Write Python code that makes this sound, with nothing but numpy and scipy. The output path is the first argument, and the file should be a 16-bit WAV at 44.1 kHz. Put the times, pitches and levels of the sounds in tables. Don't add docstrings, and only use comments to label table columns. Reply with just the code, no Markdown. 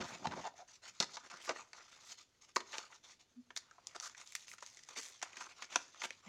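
import sys
import numpy as np
from scipy import signal
from scipy.fft import irfft
from scipy.io import wavfile
from scipy.ndimage import uniform_filter1d

SR = 44100
rng = np.random.default_rng(int(sys.argv[2]) if len(sys.argv) > 2 else 0)


def waveform_to_disk(signal):
    frames = np.transpose(np.atleast_2d(signal))
    scaled = np.clip(frames, -1, 1) * 32767
    samples = np.round(scaled).astype(np.int16)
    wavfile.write(sys.argv[1], SR, samples)


N = 276948
T = np.arange(N) / SR
FFT_SIZE = 4096
HZ = np.maximum(np.fft.rfftfreq(FFT_SIZE, 1 / SR), 1)


def snaps(kick=3.05, rise_ms=0.4):
    # start_s, decay_ms, crack_db, flap_db, flap_hz, flap_q, thud_db
    creases = [(0.2553, 1.6, -54, -36, 880, 0.82, -60), (0.27, 2.6, -43, -36.5, 760, 0.36, -40.5),
               (0.321, 1.6, -54, -46, 1150, 1.2, -54), (0.3355, 1.5, -68, -41.5, 1010, 2.2, -45.5),
               (0.539, 3.1, -70, -59, 713, 2.9, -81), (1.002, 2, -25.5, -42, 743, 0.5, -39.5),
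               (1.006, 3.6, -36, -37, 880, 0.37, -47), (1.026, 1.5, -34.5, -43, 1240, 0.45, -55),
               (1.043, 0.99, -45, -48.5, 850, 0.34, -70), (1.1694, 3.3, -46, -42, 1100, 1.25, -93),
               (1.34, 3, -59, -50, 1230, 2.1, -58.5), (1.4923, 3.6, -38, -32.5, 1190, .95, -34),
               (1.508, 3.2, -52, -38, 1090, 1.6, -41), (1.732, 1.8, -51, -50.5, 1400, 1.2, -64),
               (2.5608, 3.9, -34.5, -32.5, 1700, 1.85, -42.5), (2.566, 0.81, -33, -27, 1080, 2.8, -37),
               (2.604, 4.1, -50, -45.5, 1560, 0.82, -54), (2.7828, 0.92, -38.5, -40.5, 2220, 0.93, -51.5),
               (3.5053, 2, -71, -49.5, 1380, 1.16, -62.5), (3.5638, 2.1, -38.5, -45.5, 1690, 1.14, -64),
               (3.573, 2.7, -36.5, -48.5, 1490, 1.1, -82), (3.711, 1.7, -61, -55, 1380, 4.9, -71),
               (3.782, 3.2, -84, -56, 826, 1.3, -74), (3.8704, 1.1, -40.5, -59, 1220, 0.53, -86),
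               (3.963, 0.67, -47, -58, 1280, 2.2, -50.5), (4.0, 1.3, -40.5, -57, 2000, 3.2, -82),
               (4.008, 1.1, -50, -56, 1240, 2.8, -86), (4.097, 0.76, -53.5, -63, 1180, 2.3, -86),
               (4.1482, 2.5, -61.5, -52.5, 1770, 2.1, -84), (4.2152, 1.3, -65, -53.5, 1720, 1.2, -86),
               (4.274, 1.8, -52, -72, 1360, 1.8, -90), (4.3229, 1.2, -56, -55.5, 2100, 1.6, -90),
               (4.3519, 1.2, -35.5, -39, 1930, 1.25, -78), (4.362, 1.8, -48, -48, 2660, 1, -89),
               (4.4817, 1, -52.5, -53, 2270, .8, -85), (4.489, 1.3, -57, -58, 2070, 1.1, -83),
               (4.515, 2, -53, -50, 2180, 3.3, -93), (4.537, 0.89, -55, -52, 1290, 1.9, -70),
               (4.582, 5, -54.5, -53.5, 1780, 1, -83), (4.625, 3.7, -49.5, -45.5, 1070, 0.79, -84),
               (4.6634, 1, -47.5, -60.5, 1880, 1.7, -89), (4.771, 2.4, -53, -58.5, 1970, 2.1, -72),
               (4.791, 1.8, -58, -60, 2090, 2.4, -85), (4.8355, 1.5, -53.5, -68, 1830, 1.6, -91),
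               (4.888, 3.4, -47.5, -52, 1400, 0.76, -71), (4.962, 0.84, -64, -50, 2130, 3.5, -66),
               (5.2165, 1.6, -50, -48.5, 1700, 1.2, -81), (5.2262, 0.99, -40, -42.5, 1610, 1.4, -59),
               (5.2287, 3.5, -37.5, -38.5, 1090, 0.63, -70), (5.3315, 1.4, -59, -54, 1850, 1.9, -67),
               (5.369, 4.6, -47, -45.5, 1940, 1.4, -60), (5.4088, 4, -56, -45, 1460, 0.72, -73),
               (5.467, 1.9, -62, -51.5, 1200, 2, -69), (5.622, 5.2, -46.5, -41.5, 1570, .5, -64),
               (5.7583, 2.04, -27.5, -25.5, 1400, 0.55, -47), (5.9455, 1.1, -65, -56, 1400, 0.99, -74),
               (6.018, 4.2, -46, -38.5, 1580, 0.89, -72), (6.1063, 0.77, -49, -42, 2360, 1.3, -56)]
    slower = np.array([[1], [1.48], [3.06]])
    ms = np.arange(FFT_SIZE // 2) * 1000 / SR
    out = np.zeros(N)
    for start_s, decay_ms, *voice in creases:
        scatter = rng.standard_normal((3, len(ms))) * (1 - np.exp(-ms / rise_ms))
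        drives = scatter * np.exp(-ms / (decay_ms * slower)) + kick * (ms == 0)
        add(out, start_s, radiate(drives, start_s, voice, length_s=0.005))
    return out


def rips():
    # start_s, length_s, crack_db, flap_db, flap_hz, flap_q, thud_db
    tears = [(0.004, 0.023, -66, -44, 1190, .55, -54), (0.042, 0.016, -55, -51, 880, 1.9, -54),
             (0.242, 0.02, -51.5, -39, 860, 5.3, -56), (0.309, 0.035, -73, -48.5, 1040, 0.61, -58),
             (0.363, 0.044, -58.5, -47.5, 690, .9, -72), (0.44, .042, -56, -43.5, 790, 2.1, -73),
             (0.586, 0.048, -73, -56, 710, 4.3, -90), (1.008, 0.031, -43, -42, 1330, 1, -56.5),
             (1.133, 0.029, -50.5, -62, 1000, 0.4, -90), (1.299, .024, -57.5, -52, 1550, 0.66, -78),
             (1.475, 0.032, -54, -45.5, 1100, 1.4, -53), (2.727, .031, -68, -46, 1510, .5, -78.5),
             (2.923, 0.0105, -73, -55.5, 1680, 1.5, -77), (3.948, 0.019, -53.5, -50, 1240, 1.9, -53),
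             (4.021, .06, -48, -53, 1390, 1.55, -86), (4.968, 0.039, -48, -50.5, 1470, 0.41, -58.5),
             (5.404, 0.023, -51.5, -50, 1390, 1.7, -69), (6.034, 0.026, -47.5, -39.5, 1470, 0.42, -58.5)]
    out = np.zeros(N)
    for start_s, length_s, *voice in tears:
        count = max(round(length_s * SR), 64)
        run = unit(clicks(count, per_s=2600, spread_db=3)) + 0.55 * rng.standard_normal(count)
        run *= signal.windows.tukey(count, 0.15)
        add(out, start_s, radiate([run] * 3, start_s, voice, length_s=count / SR))
    return out


def radiate(drives, start_s, voice, length_s):
    # time_s, centre_hz
    crack_centres = [(0.3, 3300), (1.0, 4440), (2.6, 4980), (3.6, 5120), (4.4, 6400)]
    # time_s, pitch_hz
    thud_pitches = [(0, 170), (1.35, 279), (1.48, 500), (2.6, 430), (4.0, 616), (5.76, 254), (6.1, 403)]
    crack_db, flap_db, flap_hz, flap_q, thud_db = voice
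    crack_hz = np.interp(start_s, *np.transpose(crack_centres))
    thud_hz = np.interp(start_s, *np.transpose(thud_pitches))
    shapes = hump(crack_hz, q=1), hump(flap_hz, flap_q), hump(thud_hz, q=1.07)
    sound = 0
    for drive, shape, level_db in zip(drives, shapes, (crack_db, flap_db, thud_db)):
        part = colour(drive, shape * board())
        sound += amp(level_db) * part / np.linalg.norm(part)
    return sound * np.sqrt(length_s * SR)


def board():
    # centre_hz, width_hz, boost_db
    resonances = [(411, 20, -2), (880, 51, 1.5), (1648, 430, -4), (3550, 110, 4), (4395, 260, 2.5),
                  (4630, 69, -2), (6230, 710, 3)]
    return amp(sum(db / (1 + (2 * (HZ - hz) / width) ** 2) for hz, width, db in resonances))


def peeling():
    # start_s, end_s, level_db
    peels = [(.035, .155, -59), (1.408, 1.482, -53), (2.027, 2.164, -60), (2.546, 2.585, -48),
             (2.72, 2.821, -62), (3.552, 3.589, -48), (3.863, 3.88, -53), (3.985, 4.104, -54),
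             (4.18, 4.483, -62), (4.322, 4.324, -42), (4.35, 4.361, -33), (4.47, 4.563, -51),
             (4.59, 4.807, -66), (4.94, 5.142, -51), (5.365, 5.483, -70), (6.02, 6.07, -49)]
    pull = np.zeros(N)
    for start_s, end_s, level_db in peels:
        count = max(round((end_s - start_s) * SR), 64)
        add(pull, start_s, amp(level_db) * signal.windows.tukey(count, 0.6))
    fizz = colour(clicks(N, per_s=3500, spread_db=4), hump(hz=12000, q=0.89))[:N]
    return pull * unit(fizz)


def sliding(rub_trim_db=-3, rumble_trim_db=-2):
    # frequency_hz, relative_db
    hiss_spectrum = [(100, -35.5), (1200, -9.5), (2500, -5), (3600, -3), (5000, -2), (6500, -0.5),
                     (9000, -9), (11500, -9.5), (16000, -10)]
    rub_spectrum = [(40, -30), (130, -21), (300, -11.5), (550, -6.5), (900, -2.5), (1400, 1.5),
                    (2200, -3.5), (3200, -14.5), (8000, -32)]
    rumble_spectrum = [(20, -35), (60, -20.5), (130, -4.5), (250, -4), (450, -10.5), (700, -11),
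                       (2000, -40)]
    # time_s, relative_db
    grip = [(0.0, -35), (0.08, -60), (0.21, -52.5), (0.41, -57), (0.49, -84)]
    hiss = friction(hiss_spectrum, per_s=12000, spread_db=2.5, catch_db=2.5, catch_hz=68.3)
    rub = friction(rub_spectrum, per_s=4000, spread_db=1.5, catch_db=3, catch_hz=61.9)
    rumble = friction(rumble_spectrum, per_s=1300, spread_db=-4.5, catch_db=3, catch_hz=28.8)
    hiss *= pressure("hiss")
    rub *= pressure("rub") * amp(rub_trim_db)
    rumble *= amp(np.interp(T, *np.transpose(grip)) + rumble_trim_db)
    return hiss + rub + rumble


def pressure(layer, attack_s=0.016, release_s=0.017):
    # start_s, length_s, hiss_db, rub_db, swell_db
    strokes = [(-0.01, 0.15, -53.5, -48, 0.5), (0.163, 0.31, -61.5, -56, 7),
               (0.547, 0.066, -63.5, -64.5, 4.5), (0.673, 0.082, -61, -70.5, -0.5),
               (0.817, .07, -55.5, -57.5, 4), (0.927, 0.086, -64.5, -70, 10),
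               (1.08, 0.13, -62.5, -60.5, -4), (1.228, 0.04, -59, -59.5, -2), (1.297, 0.088, -60.5, -55, 1),
               (1.394, .11, -55.5, -57, 16), (1.544, 0.073, -56.5, -51.5, -3.5),
               (1.642, 0.081, -73.5, -75.5, 5), (1.736, 0.17, -62, -61, -7), (1.908, 0.075, -60.5, -63, -2),
               (1.994, .13, -57, -65.5, 14.5), (2.172, .047, -56, -62.5, -6),
               (2.408, 0.035, -58.5, -69.5, -6), (2.476, 0.016, -63.5, -68, 1),
               (2.647, 0.14, -56.5, -59, 13), (2.781, 0.086, -59, -58, -2),
               (2.89, 0.064, -64.5, -67.5, 12.5), (3.027, 0.054, -60, -66.5, -5),
               (3.086, 0.05, -58.5, -63.5, -12), (3.19, 0.026, -61.5, -71, -7), (3.573, .29, -75, -71.5, 2),
               (3.867, .25, -64.5, -64.5, 4), (4.162, 0.061, -57.5, -60, 0.5),
               (4.253, 0.079, -58.5, -74, -6), (4.364, 0.071, -61, -76, 4), (4.454, 0.087, -63, -65, 6),
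               (4.591, 0.31, -64, -74, -7), (4.896, 0.055, -58.5, -58.5, -9),
               (4.953, 0.04, -48.5, -52, 2.5), (5.008, 0.22, -60, -68, -13.5),
               (5.226, 0.123, -63, -60.5, -7), (5.349, 0.11, -56.5, -56.5, 2), (5.481, 0.036, -58, -57, 0),
               (5.549, 0.1, -62, -60.5, 12), (5.689, 0.056, -54.5, -51.5, 11.5),
               (5.778, 0.083, -61, -63, -8), (5.864, 0.17, -63.5, -65, 9), (5.997, 0.21, -63.5, -64, -16),
               (6.22, 0.066, -67.5, -61.5, 12)]
    resting_db = -79.5 if layer == "hiss" else -82.5
    out = np.zeros(N)
    for start_s, length_s, hiss_db, rub_db, swell_db in strokes:
        t = np.arange(0, length_s + 10 * release_s, 1 / SR)
        gate = np.minimum(t / attack_s, 1) * np.exp(-np.maximum(t - length_s, 0) / release_s)
        middle_db = hiss_db if layer == "hiss" else rub_db
        progress = np.minimum(t / length_s, 1)
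        add(out, start_s, gate * amp(middle_db + swell_db * (progress - 0.5)))
    return np.hypot(out, amp(resting_db))


def friction(spectrum, per_s, spread_db, catch_db, catch_hz):
    low_pass = signal.butter(2, catch_hz, fs=SR, output="sos")
    catch = unit(signal.sosfilt(low_pass, rng.standard_normal(N)))
    slips = clicks(N, per_s, spread_db) * amp(catch_db * catch)
    rubbing = colour(slips, amp(at_hz(spectrum)) * board())[:N]
    return unit(flex(rubbing))


def flex(x, depth_db=2.8):
    bands = signal.stft(x, SR, nperseg=512, noverlap=384)[2]
    patches = rng.standard_normal(bands.shape)
    for _ in range(2):
        patches = uniform_filter1d(patches, size=4, axis=0)
        patches = uniform_filter1d(patches, size=14, axis=1)
    wander = unit(amp(depth_db * unit(patches)))
    return signal.istft(bands * wander, SR, nperseg=512, noverlap=384)[1][:N]


def ticks(decay_s=0.0013, gain_db=9, picking_boost_db=3.9):
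    picking = (T > 4.1) & (T < 5.2)
    breaks = clicks(N, per_s=np.where(picking, 110, 20), spread_db=3)
    breaks *= pressure("hiss") * amp(gain_db + picking_boost_db * picking)
    envelope = signal.lfilter([1], [1, -np.exp(-1 / (decay_s * SR))], breaks)
    bursts = envelope * rng.standard_normal(N)
    crack, flap = hump(hz=7400, q=1), amp(-1) * hump(hz=2050, q=2)
    return colour(bursts, (crack + flap) * board())[:N]


def low_notes():
    # start_s, length_s, pitch_hz, peak_db
    notes = [(3.354, 0.07, 245, -50), (6.259, 0.048, 200, -49)]
    out = np.zeros(N)
    for start_s, length_s, pitch_hz, peak_db in notes:
        t = np.arange(0, length_s, 1 / SR)
        swell = np.sin(np.pi * t / length_s) ** 1.9
        add(out, start_s, amp(peak_db) * swell * np.sin(2 * np.pi * pitch_hz * t))
    return out


def reflections(x, tail_db=-16.5, early_db=-14, early_decay_s=0.013):
    # frequency_hz, t60_s
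    reverb_times = [(200, 0.52), (900, 0.27), (3000, 0.32), (7000, 0.27), (14000, 0.24)]
    t = np.arange(SR // 2) / SR
    hz, time_s, bands = signal.stft(rng.standard_normal(len(t)), SR, nperseg=256)
    fade = amp(-60 * time_s / at_hz(reverb_times, hz)[:, None])
    tail = signal.istft(bands * fade, SR, nperseg=256)[1][:len(t)] * (t > 0.008)
    early = clicks(len(t), per_s=2200, spread_db=0.27) * np.exp(-t / early_decay_s) * (t > 0.003)
    response = amp(tail_db) * tail / np.linalg.norm(tail) + amp(early_db) * early / np.linalg.norm(early)
    return signal.fftconvolve(x, response)[:N]


def room_tone(level_db=-71):
    # frequency_hz, relative_db
    spectrum = [(20, -6.5), (50, -4), (100, 3.5), (200, -6.5), (400, -3.5), (1000, -14.5), (3000, -12),
                (8000, -16), (10000, -8.5), (16000, -5)]
    noise = colour(rng.standard_normal(N), amp(at_hz(spectrum)))[:N]
    return amp(level_db) * unit(noise)


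def clicks(count, per_s, spread_db):
    size = amp(spread_db * np.minimum(rng.exponential(1, count), 3.5))
    return size * rng.choice([-1, 1], count) * (rng.random(count) < per_s / SR)


def colour(x, gain):
    log_gain = np.log(np.maximum(gain / gain.max(), 1e-5))
    mirrored = np.concatenate([log_gain, log_gain[-2:0:-1]])
    spectrum = np.exp(np.conj(signal.hilbert(mirrored)))[:len(HZ)]
    return signal.oaconvolve(x, irfft(spectrum)[:FFT_SIZE // 2])


def hump(hz, q):
    return 1 / (1 + (q * (HZ / hz - hz / HZ)) ** 2)


def at_hz(points, hz=HZ):
    frequency_hz, value = np.transpose(points)
    return np.interp(np.log(hz + 1), np.log(frequency_hz + 1), value)


def amp(db):
    return 10 ** (np.asarray(db) / 20)


def unit(x):
    return x / np.sqrt(np.mean(x ** 2) + 1e-20)


def add(mix, start_s, sound):
    part = mix[max(round(start_s * SR), 0):][:len(sound)]
    part += sound[:len(part)]


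def scene():
    card = snaps() + rips() + peeling() + sliding() + ticks() + low_notes()
    return (card + room_tone() + reflections(card))[None]


def record(dry):
    # frequency_hz, relative_db
    microphone = [(20, 3), (7100, 2.5), (7800, -4), (8500, -8), (10000, -12.5), (13000, -20.5),
                  (16000, -24)]
    heard = colour(dry[0], amp(at_hz(microphone)))[:N]
    low_pass = signal.firwin(511, 16200, window=("kaiser", 9), fs=SR)
    return signal.oaconvolve(heard, low_pass, "same")[None]


dry = scene()
out = record(dry)
waveform_to_disk(out)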